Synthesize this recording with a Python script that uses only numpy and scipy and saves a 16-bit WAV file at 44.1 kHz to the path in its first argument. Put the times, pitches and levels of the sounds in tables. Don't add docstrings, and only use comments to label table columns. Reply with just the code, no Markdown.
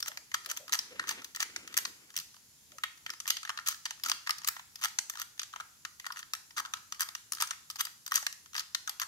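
import sys
import numpy as np
from scipy import signal
from scipy.fft import rfft, irfft
from scipy.io import wavfile
from scipy.ndimage import uniform_filter1d

SR = 44100
rng = np.random.default_rng(int(sys.argv[2]) if len(sys.argv) > 2 else 0)


def dump(signal):
    limited = np.clip(np.atleast_2d(signal).T, -1, 1)
    pcm = np.round(limited * 32767).astype(np.int16)
    wavfile.write(sys.argv[1], SR, pcm)


def natural_amplitude(level_db):
    exponent = np.asarray(level_db, float) / 20
    return 10 ** exponent


N = 399987

# pitch_hz, density_db
AIR_SPECTRUM = [(18, -47), (30, -39), (90, 0), (208, -8.5), (333, -13), (456, -17), (675, -18.5),
                (960, -12), (1150, -16), (3000, -13.5), (7300, -5), (8110, -14), (11100, -9.5), (13000, -13),
            (15600, -21)]
AIR_DB = -60.5
# pitch_hz, correlation [0-1]
AIR_SAME = [(60, 0.5), (400, 0.75), (900, 0.1)]
# pitch_hz, t60_s
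ROOM_T60 = [(800, 0.58), (2000, 0.39), (6000, 0.49), (12000, 0.36)]
# start_s, level_db, pitch_hz
FAR_KNOCKS = [
    (.079, -55, 610),
    (.155, -63, 620),
    (.47, -55, 590),
    (.6, -52, 570),
    (.912, -50, 500),
    (2.725, -60, 550),
]
# start_s, level_db, pitch_hz
COUNTER_BUMPS = [
    (2.17, -59, 160),
    (2.7, -61.5, 226),
    (3.093, -61, 318),
    (4.051, -60, 233),
    (4.089, -57.5, 304),
    (4.374, -60.5, 140),
    (6.58, -61, 290),
    (7.32, -63, 290),
]
# time_s, level_db
SKIN_RUB = [(0, -70), (.3, -75.5), (.5, -68), (.75, -70), (.9, -60.5), (1., -55.5), (1.2, -56.5),
            (1.33, -77.5), (1.5, -62), (1.65, -58.5), (1.75, -62), (1.9, -62), (2.05, -68), (2.3, -84.5)]

# pitch_hz, width_hz, level_db
SHELL_MODES = [(973, 230, -6.5), (1288, 146, 5.5), (1850, 190, 3.5)]
# pitch_hz, width_hz, level_db
PLATE_MODES = [(2480, 2400, 0), (3190, 910, 9.5), (4110, 750, 0)]
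# pitch_hz, width_hz, level_db
DIAL_MODES = [(4825, 390, 5), (5620, 700, 4.5), (6070, 970, 9.5), (6690, 1850, -8.5)]
# pitch_hz, width_hz, level_db
PIN_MODES = [(7730, 1300, -6.5), (9520, 460, -2), (10900, 540, -5.5), (12270, 330, 4), (14800, 1300, -6.5)]
PARTS = (SHELL_MODES, PLATE_MODES, DIAL_MODES, PIN_MODES)
PART_APART = [0.14, 0.5, 0.6, 0.9]

# start_s,
# end_s, start_db, end_db, shell_above_mix_db
LOOSE_DRAGS = [(0.067, 0.085, -39.0, -28.5, -1.5), (0.339, 0.354, -22.5, -31.0, 1.0),
               (0.487, 0.522, -39.0, -31.0, -2.0), (0.741, 0.757, -28.0, -25.5, 0.5),
               (1.077, 1.128, -31.5, -35.5, -1.5), (1.395, 1.434, -34.5, -28.5, -0.5),
               (1.77, 1.785, -42.5, -28.0, 0.5), (2.165, 2.218, -47.5, -48.0, -1.5),
               (3.276, 3.295, -24.0, -29.5, -7.0), (3.659, 3.729, -32.5, -36.0, -4.0),
               (4.085, 4.101, -32.0, -21.5, -1.0), (4.467, 4.485, -27.0, -33.0, 0.0),
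               (4.811, 4.861, -39.0, -26.5, -1.0), (5.178, 5.229, -44.0, -38.0, 0.5),
               (6.162, 6.212, -45.0, -41.0, 0.0), (6.567, 6.607, -33.0, -28.0, 2.5),
               (6.993, 7.008, -37.5, -26.5, -3.0), (7.398, 7.422, -29.5, -29.0, -1.0),
               (7.785, 7.81, -35.5, -20.5, 1.5), (8.139, 8.184, -29.0, -31.5, -2.5),
               (8.541, 8.612, -42.0, -35.5, -1.0), (9.001, 9.036, -38.0, -36.0, -0.5),
               (7.009, 7.036, -30.0, -35.5, -0.5), (4.043, 4.084, -39.5, -37.5, 0.0),
               (7.426, 7.462, -34.0, -47.0, 1.0), (7.758, 7.77, -44.5, -37.5, -1.5),
               (4.783, 4.803, -50.0, -49.5, 3.0), (2.973, 2.984, -52.5, -54.5, -2.0),
               (1.722, 1.734, -40.0, -47.5, -0.5), (7.914, 7.925, -50.0, -52.5, 0.5),
               (3.971, 3.982, -54.5, -59.0, 5.0), (3.31, 3.328, -34.5, -43.0, -2.5)]
DRAG_BALANCE = [0, -2, 1.5, -3]

# start_s, dial_db, shell_above_dial_db, pin_above_dial_db
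NOTCH_DROPS = [(0.3428, -30.0, 2.5, -22.0), (0.7294, -26.5, -5.0, -9.0), (0.7352, -26.0, -6.0, -6.0),
               (0.789, -26.5, -15.5, -12.5), (1.0905, -28.5, -4.5, -9.5), (1.403, -29.0, -4.0, -12.0),
               (1.7679, -30.0, -2.5, -3.5), (1.7746, -25.0, -10.5, 2.5), (2.8353, -38.5, 11.5, 0.0),
               (3.2769, -32.0, -7.5, -1.0), (3.3032, -23.0, -8.0, -7.0), (3.6846, -25.5, -12.0, -1.0),
               (4.0962, -29.0, -14.5, -1.0), (4.1155, -25.5, -4.5, -12.0), (4.293, -32.5, 5.5, -5.0),
               (4.3059, -25.0, -15.5, -13.5), (4.4746, -34.0, -4.5, 7.0), (4.4852, -32.0, 1.5, 6.5),
               (4.8372, -31.0, -0.5, -2.0), (4.8455, -29.0, -2.5, -3.5), (4.9863, -23.5, -9.0, -22.0),
               (6.3349, -31.0, -5.5, -6.5), (7.006, -29.5, -1.0, 1.5), (7.3207, -31.5, -8.5, 1.0),
               (7.4221, -29.0, 0.5, 2.0), (7.8075, -30.0, -5.0, 2.5), (8.1187, -33.5, 8.0, -2.0),
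               (8.156, -20.5, -20.5, -4.0), (8.2657, -29.5, -1.0, -10.0), (8.747, -30.0, -4.0, -11.5)]
# plate_above_share_db, upper_shell_mode_db, upper_dial_modes_db
SEATS = [(-1.5, -1.0, 1.0), (1.5, 1.5, 4.0), (-1.0, 2.0, 0.5), (-0.5, 2.0, -8.0), (-1.0, 5.5, 5.0),
         (-0.5, 9.5, 5.0), (-0.5, 5.5, -3.5), (0.0, -2.0, 2.0), (5.0, 3.5, 3.5), (2.0, -9.5, 5.5),
         (3.0, 0.5, -4.0), (-3.0, -5.0, 3.0), (7.0, -1.5, 3.0), (1.0, 3.0, -1.0), (-3.0, -1.0, -6.0),
         (0.0, -1.0, -7.5), (3.0, -1.0, -4.0), (4.0, 0.5, 4.0), (-1.0, 1.0, 1.5), (-4.0, -0.5, 5.0),
         (0.5, 6.5, 2.5), (2.5, -4.5, 8.0), (-2.5, -1.5, -1.5), (-2.0, -1.5, 4.5), (-1.5, -2.0, -2.5),
         (1.5, 3.5, 0.0), (-5.0, -3.5, 0.5), (-1.0, -7.0, 3.0), (3.5, 7.0, 0.0), (7.5, 1.5, 2.5)]
# start_s, dial_db, shell_above_dial_db, plate_above_share_db, upper_shell_mode_db
WHEEL_CLACKS = [(0.9948, -41.0, 14.0, 1.0, 0.0), (1.1094, -35.5, 1.0, 0.0, 2.0),
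                (1.4268, -31.5, 0.0, -6.5, 3.5), (3.0622, -44.0, 8.5, 2.0, 9.5),
                (3.4501, -44.0, 6.5, 1.0, -2.0), (3.493, -39.0, 8.0, 4.0, -4.0),
                (3.5011, -42.0, 8.0, 2.5, -2.0), (3.5868, -55.0, 21.0, 4.0, 0.5),
                (3.669, -41.5, 0.5, 5.0, 2.5), (3.692, -46.5, -4.5, -0.5, -9.5),
                (3.8612, -40.0, 0.5, 1.5, 4.5), (4.06, -32.0, 0.0, -4.0, -6.5),
                (4.2717, -39.5, 8.0, 3.0, -6.0), (5.6002, -49.5, 14.0, -1.5, -6.5),
                (5.6058, -48.0, 7.0, 1.0, -1.0), (5.8497, -40.5, 2.5, 4.5, -6.0),
                (6.0647, -38.5, 5.0, -4.5, -7.5), (6.103, -58.5, 23.5, -1.5, -5.0),
                (6.573, -47.5, 15.0, -4.5, -6.0), (6.5802, -39.0, 5.0, -2.5, -2.5),
                (6.5998, -44.0, 11.5, -6.5, -9.0), (6.6503, -48.5, 11.0, 1.0, -1.5),
                (6.7363, -33.5, 1.0, 1.5, -1.5), (7.0262, -39.0, 1.0, -5.5, -3.5),
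                (7.435, -41.0, 1.5, -1.5, -3.0), (8.1672, -39.0, 1.5, 2.5, 1.0),
                (8.5513, -40.0, 5.0, -1.0, -3.0), (8.8747, -35.0, 2.0, -4.0, -7.5),
                (9.0237, -45.0, 8.0, -1.0, -4.0), (9.0326, -49.0, 10.5, -2.0, 1.5)]
# start_s, dial_db, shell_above_dial_db, plate_above_share_db,
# upper_shell_mode_db
TOOTH_CLICKS = [(0.0029, -38.0, -14.5, 0.0, 0.0), (0.0826, -36.5, -5.5, -1.5, 0.0),
                (0.4595, -40.0, -5.5, 6.0, -6.5), (0.513, -33.5, -2.5, -5.5, -8.5),
                (0.5718, -36.0, -10.0, 3.0, -2.0), (0.7228, -34.0, -8.0, 7.5, -3.5),
                (0.7435, -35.0, 0.5, 0.5, 1.0), (1.2436, -39.5, -10.0, 1.0, 2.0),
                (1.3602, -36.0, -12.0, 0.0, 3.0), (1.7858, -33.5, -2.5, -1.0, 11.5),
                (2.1641, -31.0, -18.5, 7.0, 4.0), (2.175, -34.5, -8.0, 1.5, 3.5),
                (2.1984, -40.5, -18.0, 7.0, -2.5), (3.673, -31.0, -11.5, -2.5, 0.5),
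                (3.7095, -42.0, -6.5, 1.5, -4.5), (4.0357, -31.5, -13.5, 2.5, -1.5),
                (4.0842, -38.5, -8.0, 4.5, -2.5), (5.0974, -33.5, -8.5, -3.0, 0.0),
                (5.197, -38.0, -3.5, -2.5, -3.0), (5.2161, -35.5, -2.0, -2.0, -4.0),
                (7.0176, -32.0, -5.5, -4.5, -4.0), (7.3327, -36.5, -8.5, -1.0, -1.5),
                (7.4094, -31.0, -8.5, -2.5, 1.0), (7.7004, -38.0, -6.5, 1.5, -4.5),
                (7.851, -36.0, -12.0, 2.0, -7.5), (8.0623, -39.0, -11.5, 2.0, -2.0),
                (8.0768, -40.5, -6.0, -4.0, -11.5), (8.1406, -35.0, -9.0, 2.5, -6.5),
                (8.8937, -33.0, -10.5, 1.5, 4.0), (8.9977, -34.0, -4.0, 0.5, -11.0)]
# start_s, dial_db, shell_above_dial_db, plate_above_share_db,
# upper_shell_mode_db
NEIGHBOUR_CLICKS = [(0.0256, -30.0, -10.5, -1.0, -2.5), (0.1723, -38.5, -3.0, 1.5, 1.0),
                    (0.4987, -35.0, -13.5, 2.0, -6.5), (1.0717, -43.0, -0.5, 0.0, 5.5),
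                    (1.5615, -35.0, -4.0, 5.0, 4.5), (1.8511, -34.0, -2.5, 7.0, 3.0),
                    (2.1878, -34.5, -17.0, -1.5, -1.5), (3.102, -34.5, -7.5, 2.0, -7.0),
                    (3.2011, -35.0, -14.0, 1.0, -11.5), (3.2995, -35.0, -14.0, 0.0, 0.0),
                    (3.367, -36.0, -7.5, 6.0, 1.5), (3.574, -41.0, 3.0, 3.5, -8.5),
                    (3.8537, -31.0, -6.0, -2.0, 3.0), (3.9072, -36.0, -4.0, 1.0, 6.5),
                    (4.0488, -40.5, -5.0, 3.0, 1.0), (4.445, -35.0, -7.5, 3.0, -8.0),
                    (4.8291, -40.0, -8.0, 5.0, -0.5), (5.3941, -31.5, -8.5, 3.0, 0.0),
                    (5.4313, -37.5, -7.5, -0.5, 2.0), (6.5638, -46.0, 1.0, -0.5, -2.0),
                    (6.9226, -34.5, -4.0, -1.5, -4.5), (7.1504, -34.5, -5.5, 0.0, -1.0),
                    (7.403, -34.0, -4.0, -4.0, -4.5), (7.5075, -31.5, -2.0, -2.5, 0.0),
                    (8.176, -32.0, -2.5, -6.0, -9.0), (8.2263, -40.0, -2.5, -7.5, 5.5),
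                    (8.5637, -34.0, -9.5, 0.5, 1.5), (8.5785, -32.0, -6.0, -0.5, -3.5),
                    (8.5946, -31.0, -16.0, -0.5, 6.0), (9.016, -31.5, -1.5, -3.5, -6.5)]
# start_s, dial_db, shell_above_dial_db
SHELL_PLAY = [(0.1164, -53.5, 10), (1.0264, -60, 14), (1.039, -56, 15), (1.3686, -62, 20.5),
              (1.8654, -58, -6.5), (3.093, -52, 10.5), (3.2558, -54, 13), (3.4743, -52, 10),
              (3.5955, -47.5, -3), (3.7236, -47, 4), (4.2636, -51.5, 4.5), (4.5639, -50.5, 11),
              (4.594, -50, 6.5), (4.821, -49, 5), (5.1364, -57, 11), (5.1525, -47, 3), (5.536, -55.5, 16.5),
              (5.5601, -46.5, 8), (6.0427, -64.5, 21), (6.054, -51, 5), (6.16, -54, 9),
              (6.1696, -48.5, 4.5), (6.2282, -49.5, 6.5), (6.658, -45, -2), (7.3705, -51, 4),
              (7.383, -50, 5), (7.5302, -60, 16), (7.868, -49, 7.5), (8.2017, -59, 4), (8.6073, -60, 11)]
# start_s, dial_db, shell_above_dial_db
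DIAL_PLAY = [(0.059, -44, 1), (0.3157, -49, 4), (0.5652, -47, 0), (0.6792, -47, 0), (0.6931, -46.5, 4),
             (1.348, -42, 0), (1.6755, -44, -1.5), (1.7411, -40.5, -0.5), (2.7832, -48, 4),
             (3.1353, -48.5, 2.5), (3.267, -45, -5), (3.43, -42.5, 0), (3.744, -46.5, 0.5),
             (4.3823, -40.5, -13), (4.756, -41, -13), (4.8822, -45, -6), (5.172, -45.5, 2),
             (5.4154, -41.5, -3.5), (5.9977, -44, -1.5), (6.1213, -40.5, -8), (6.1904, -43.5, -7),
             (6.3502, -43.5, 0), (7.0874, -41, -1), (7.349, -40, -20), (7.4724, -41, -15),
             (7.7093, -43, -18), (7.757, -42.5, -4), (8.1104, -45, -1), (8.1315, -42, -6),
             (8.3258, -42, -14)]
PIN_LEVELS = [-9, -1.5, -12, -11, -6]
# start_s, dial_db
FINGER_CREAKS = [(0.4463, -48), (1.218, -50), (1.6829, -62), (2.1027, -53.5), (2.1403, -51.5),
                 (2.1546, -51), (2.3423, -56), (2.3654, -57), (2.7185, -54), (3.9974, -53), (4.4164, -50),
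                 (4.434, -51), (5.377, -55), (5.5288, -53), (6.5061, -52.5), (6.7693, -50.5), (6.945, -50),
                 (7.488, -53), (8.459, -53.5), (8.5316, -49.5), (8.7607, -61)]


def evened(x):
    return x / np.sqrt(np.mean(x ** 2, -1, keepdims=True) + 1e-20)


def read(points, hz):
    f, value = np.transpose(points)
    return np.interp(np.log(hz + 1), np.log(f + 1), value)


def add(mix, s, sound):
    part = mix[:, round(s * SR):][:, :sound.shape[1]]
    part += sound[:, :part.shape[1]]


def pair(shape, apart):
    noise = rng.standard_normal(shape[:-1] + (3, shape[-1]))
    apart = np.clip(apart, 0, 1)
    return np.sqrt(1 - apart) * noise[..., :1, :] + np.sqrt(apart) * noise[..., 1:, :]


def ringing(modes, detune, spread_db, size):
    hz = np.fft.rfftfreq(size, 1 / SR)
    out = 0
    for k, (f, width, db) in enumerate(modes):
        f0 = f * (1 + detune[..., k, None])
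        strength = (-1) ** k * natural_amplitude(db + spread_db[..., k, None])
        out = out + strength * 1j * hz * width / (f0 ** 2 - hz ** 2 + 1j * hz * width)
    low = 1j * hz / (0.67 * modes[0][0])
    high = 1j * hz / (1.7 * modes[-1][0])
    return out * (low ** 2 / (1 + low + low ** 2)) ** 2 / (1 + high + high ** 2)


def air():
    frames, hz = N // 256 + 5, np.fft.rfftfreq(1024, 1 / SR)
    a, b, c, d, patches = rng.standard_normal((frames, 513, 5)).T
    patches = evened(uniform_filter1d(uniform_filter1d(patches, 12, 0), 14, 1))
    same = np.clip(read(AIR_SAME, hz), -1, 1)[:, None]
    left = a + 1j * b
    right = same * left + np.sqrt(1 - same ** 2) * (c + 1j * d)
    colour = natural_amplitude(read(AIR_SPECTRUM, hz)[:, None] + 1.22 * patches)
    hiss = signal.istft(np.array([left, right]) * colour, nperseg=1024, noverlap=768)[1]
    return natural_amplitude(AIR_DB) * evened(hiss[:, :N])


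def room(x):
    taps = np.zeros((2, SR // 2))
    grid = np.arange(260, SR // 2 - 20, 20)
    at = grid + rng.integers(0, 20, (2, (SR // 2 - 261) // 20))
    np.put_along_axis(taps, at, rng.choice([-1., 1.], at.shape), 1)
    hz, t, z = signal.stft(taps, SR, nperseg=256)
    decay = natural_amplitude(-60 * t / read(ROOM_T60, hz)[:, None])
    tail = signal.istft(z * decay, SR, nperseg=256)[1]
    return signal.fftconvolve(x.mean(0)[None], tail / np.linalg.norm(tail[0]), axes=1)[:, :N]


def thuds(rows, width, t60, apart):
    out, t = np.zeros((2, N)), np.arange(4096) / SR
    rise = 1 - np.exp(-t / .008)
    for s, db, hz in rows:
        colour = ringing([(hz, width * hz, 0)], np.zeros(1), np.zeros(1), 4096)
        puff = evened(irfft(rfft(pair((4096,), apart)) * colour ** 2))
        add(out, s - .004, puff * natural_amplitude(db - 60 * t / t60) * rise)
    return out


def palm():
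    below_dial_db, pitch_hz = -35.5, 267
    rows = [(s, dial + below_dial_db, pitch_hz) for s, dial, *_ in NOTCH_DROPS]
    return thuds(rows, 1, 0.09, 0.11)


def rub():
    lumps = evened(uniform_filter1d(uniform_filter1d(rng.standard_normal(N), 500), 500))
    level = natural_amplitude(np.interp(np.arange(N) / SR, *np.transpose(SKIN_RUB)) + 3.2 * lumps)
    out = 0
    for low_hz, high_hz, db in [(183, 477, -2.0), (60, 120, -14.0), (1250, 3200, 5.5)]:
        band = signal.butter(2, [low_hz, high_hz], "bandpass", fs=SR, output="sos")
        out = out + natural_amplitude(db) * evened(signal.sosfilt(band, pair((N,), 0.2)))
    return level * out


def drags():
    out, size = np.zeros((2, N)), 4096
    t = np.arange(size) / SR
    for start, end, db0, db1, shell_db in LOOSE_DRAGS:
        bumps = uniform_filter1d(uniform_filter1d(rng.standard_normal(size), 24), 24)
        span = np.clip(np.minimum(t, end - start - t) / .003, 0, 1)
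        grain_db = 4.6 * evened(bumps) - 8.5
        push = span * natural_amplitude(grain_db + np.interp(t, [0, end - start], [db0, db1]))
        luck = rng.standard_normal((4, 10)) * np.repeat([.015, 2], 5)
        levels = np.add(DRAG_BALANCE, [shell_db, 0, 0, 0])
        for modes, v, db, apart in zip(PARTS, luck, levels, PART_APART):
            part = ringing(modes, v[:5], v[5:], size)
            part = part / np.sqrt(np.mean(abs(part) ** 2))
            add(out, start, irfft(rfft(pair((size,), apart) * push) * natural_amplitude(db) * part))
    return out


def strikes():
    plate_share, plate_db = 0.48, -2
    creak_shell_db, creak_pin_db = -1.7, -10
    tables = (WHEEL_CLACKS, TOOTH_CLICKS, NEIGHBOUR_CLICKS, SHELL_PLAY, DIAL_PLAY)
    rows = [(*row, *seat) for row, seat in zip(NOTCH_DROPS, SEATS)]
    for table, pin in zip(tables, PIN_LEVELS):
        rows += [(*row[:3], pin, *row[3:]) for row in table]
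    rows += [(*row, creak_shell_db, creak_pin_db) for row in FINGER_CREAKS]
    filled = [[*row, 0, 0, 0][:7] for row in rows]
    s, dial, shell, pin, plate, grip, lean = np.transpose(filled)
    plate_level = dial + plate_share * shell + plate_db + plate
    return np.transpose([s, dial + shell, plate_level, dial, dial + pin, grip, lean])


def snaps():
    rows, size = strikes(), 1024
    t = np.arange(size) / SR
    luck = rng.standard_normal((len(rows), 4, 11))
    detune, spread_db = .025 * luck[..., :5], 3.5 * luck[..., 5:10]
    spread_db[:, 0, :3] += (1 + rows[:, 5:6]) * np.array([0, -1, 1])
    spread_db[:, 2, :4] += rows[:, 6:] * np.array([-1, 0, 1, 1])
    chatter_s = 0.0033 * np.exp(0.21 * luck[:, 0, 10, None])
    rise_s = .0005 * np.exp(.5 * luck[:, 1, 10, None])
    dying = np.exp(-t / chatter_s) + 1.34 * np.exp(-t / 0.00039)
    contact = (1 - np.exp(-t / rise_s)) * dying / (1 + (t / 0.01) ** 4)
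    sound = spread = 0
    for k, modes in enumerate(PARTS):
        level_db = rows[:, k + 1, None, None]
        force = rfft(pair((len(rows), size), PART_APART[k]) * contact[:, None])
        ring = irfft(force * ringing(modes, detune[:, k], spread_db[:, k], size)[:, None])
        sound = sound + natural_amplitude(level_db - 3.0) * evened(ring)
        wide = [(f, 4 * width, db) for f, width, db in modes]
        blur = irfft(ringing(wide, detune[:, k], spread_db[:, k], size))
        spread = spread + natural_amplitude(level_db - 9.5) * evened(blur)[:, None]
    out = np.zeros((3, N))
    for s, one in zip(rows[:, 0], np.concatenate([sound, spread], axis=1)):
        add(out, s, one)
    return out[:2], out[2:]


def scene():
    (snap, spread), drag = snaps(), drags()
    lock, lean_db = snap + drag + rub(), np.linspace(.3, 1.1, N)
    late = np.roll(lock[1], 8)
    near = np.array([natural_amplitude(lean_db) * lock[0], natural_amplitude(-lean_db) * late])
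    sent = natural_amplitude(-12.0) * spread + natural_amplitude(-17.5) * (snap + drag)
    turn = 2 * np.pi * np.arange(N) / SR
    far = room(sent * np.cos(turn)) + room(sent * np.sin(turn))
    knocks = thuds(FAR_KNOCKS, 0.3, 0.25, 0.48)
    bumps = thuds(COUNTER_BUMPS, 1.0, 0.22, 0.13)
    return natural_amplitude(-3.5) * near + far + knocks + bumps + palm() + air()


def top_cut(x):
    return signal.sosfilt(signal.butter(12, 16810, fs=SR, output="sos"), x)


def record(dry):
    bass_cut = signal.sosfilt(signal.butter(1, 45, "highpass", fs=SR, output="sos"), dry)
    edge = signal.firwin2(511, [0, 15650, 15950, 16600, 16800, SR / 2], [1, 1, .06, .03, 0, 0], fs=SR)
    mix = signal.oaconvolve(bass_cut, edge[None], "same")
    return top_cut(mix)


dry = scene()
out = record(dry)
dump(out)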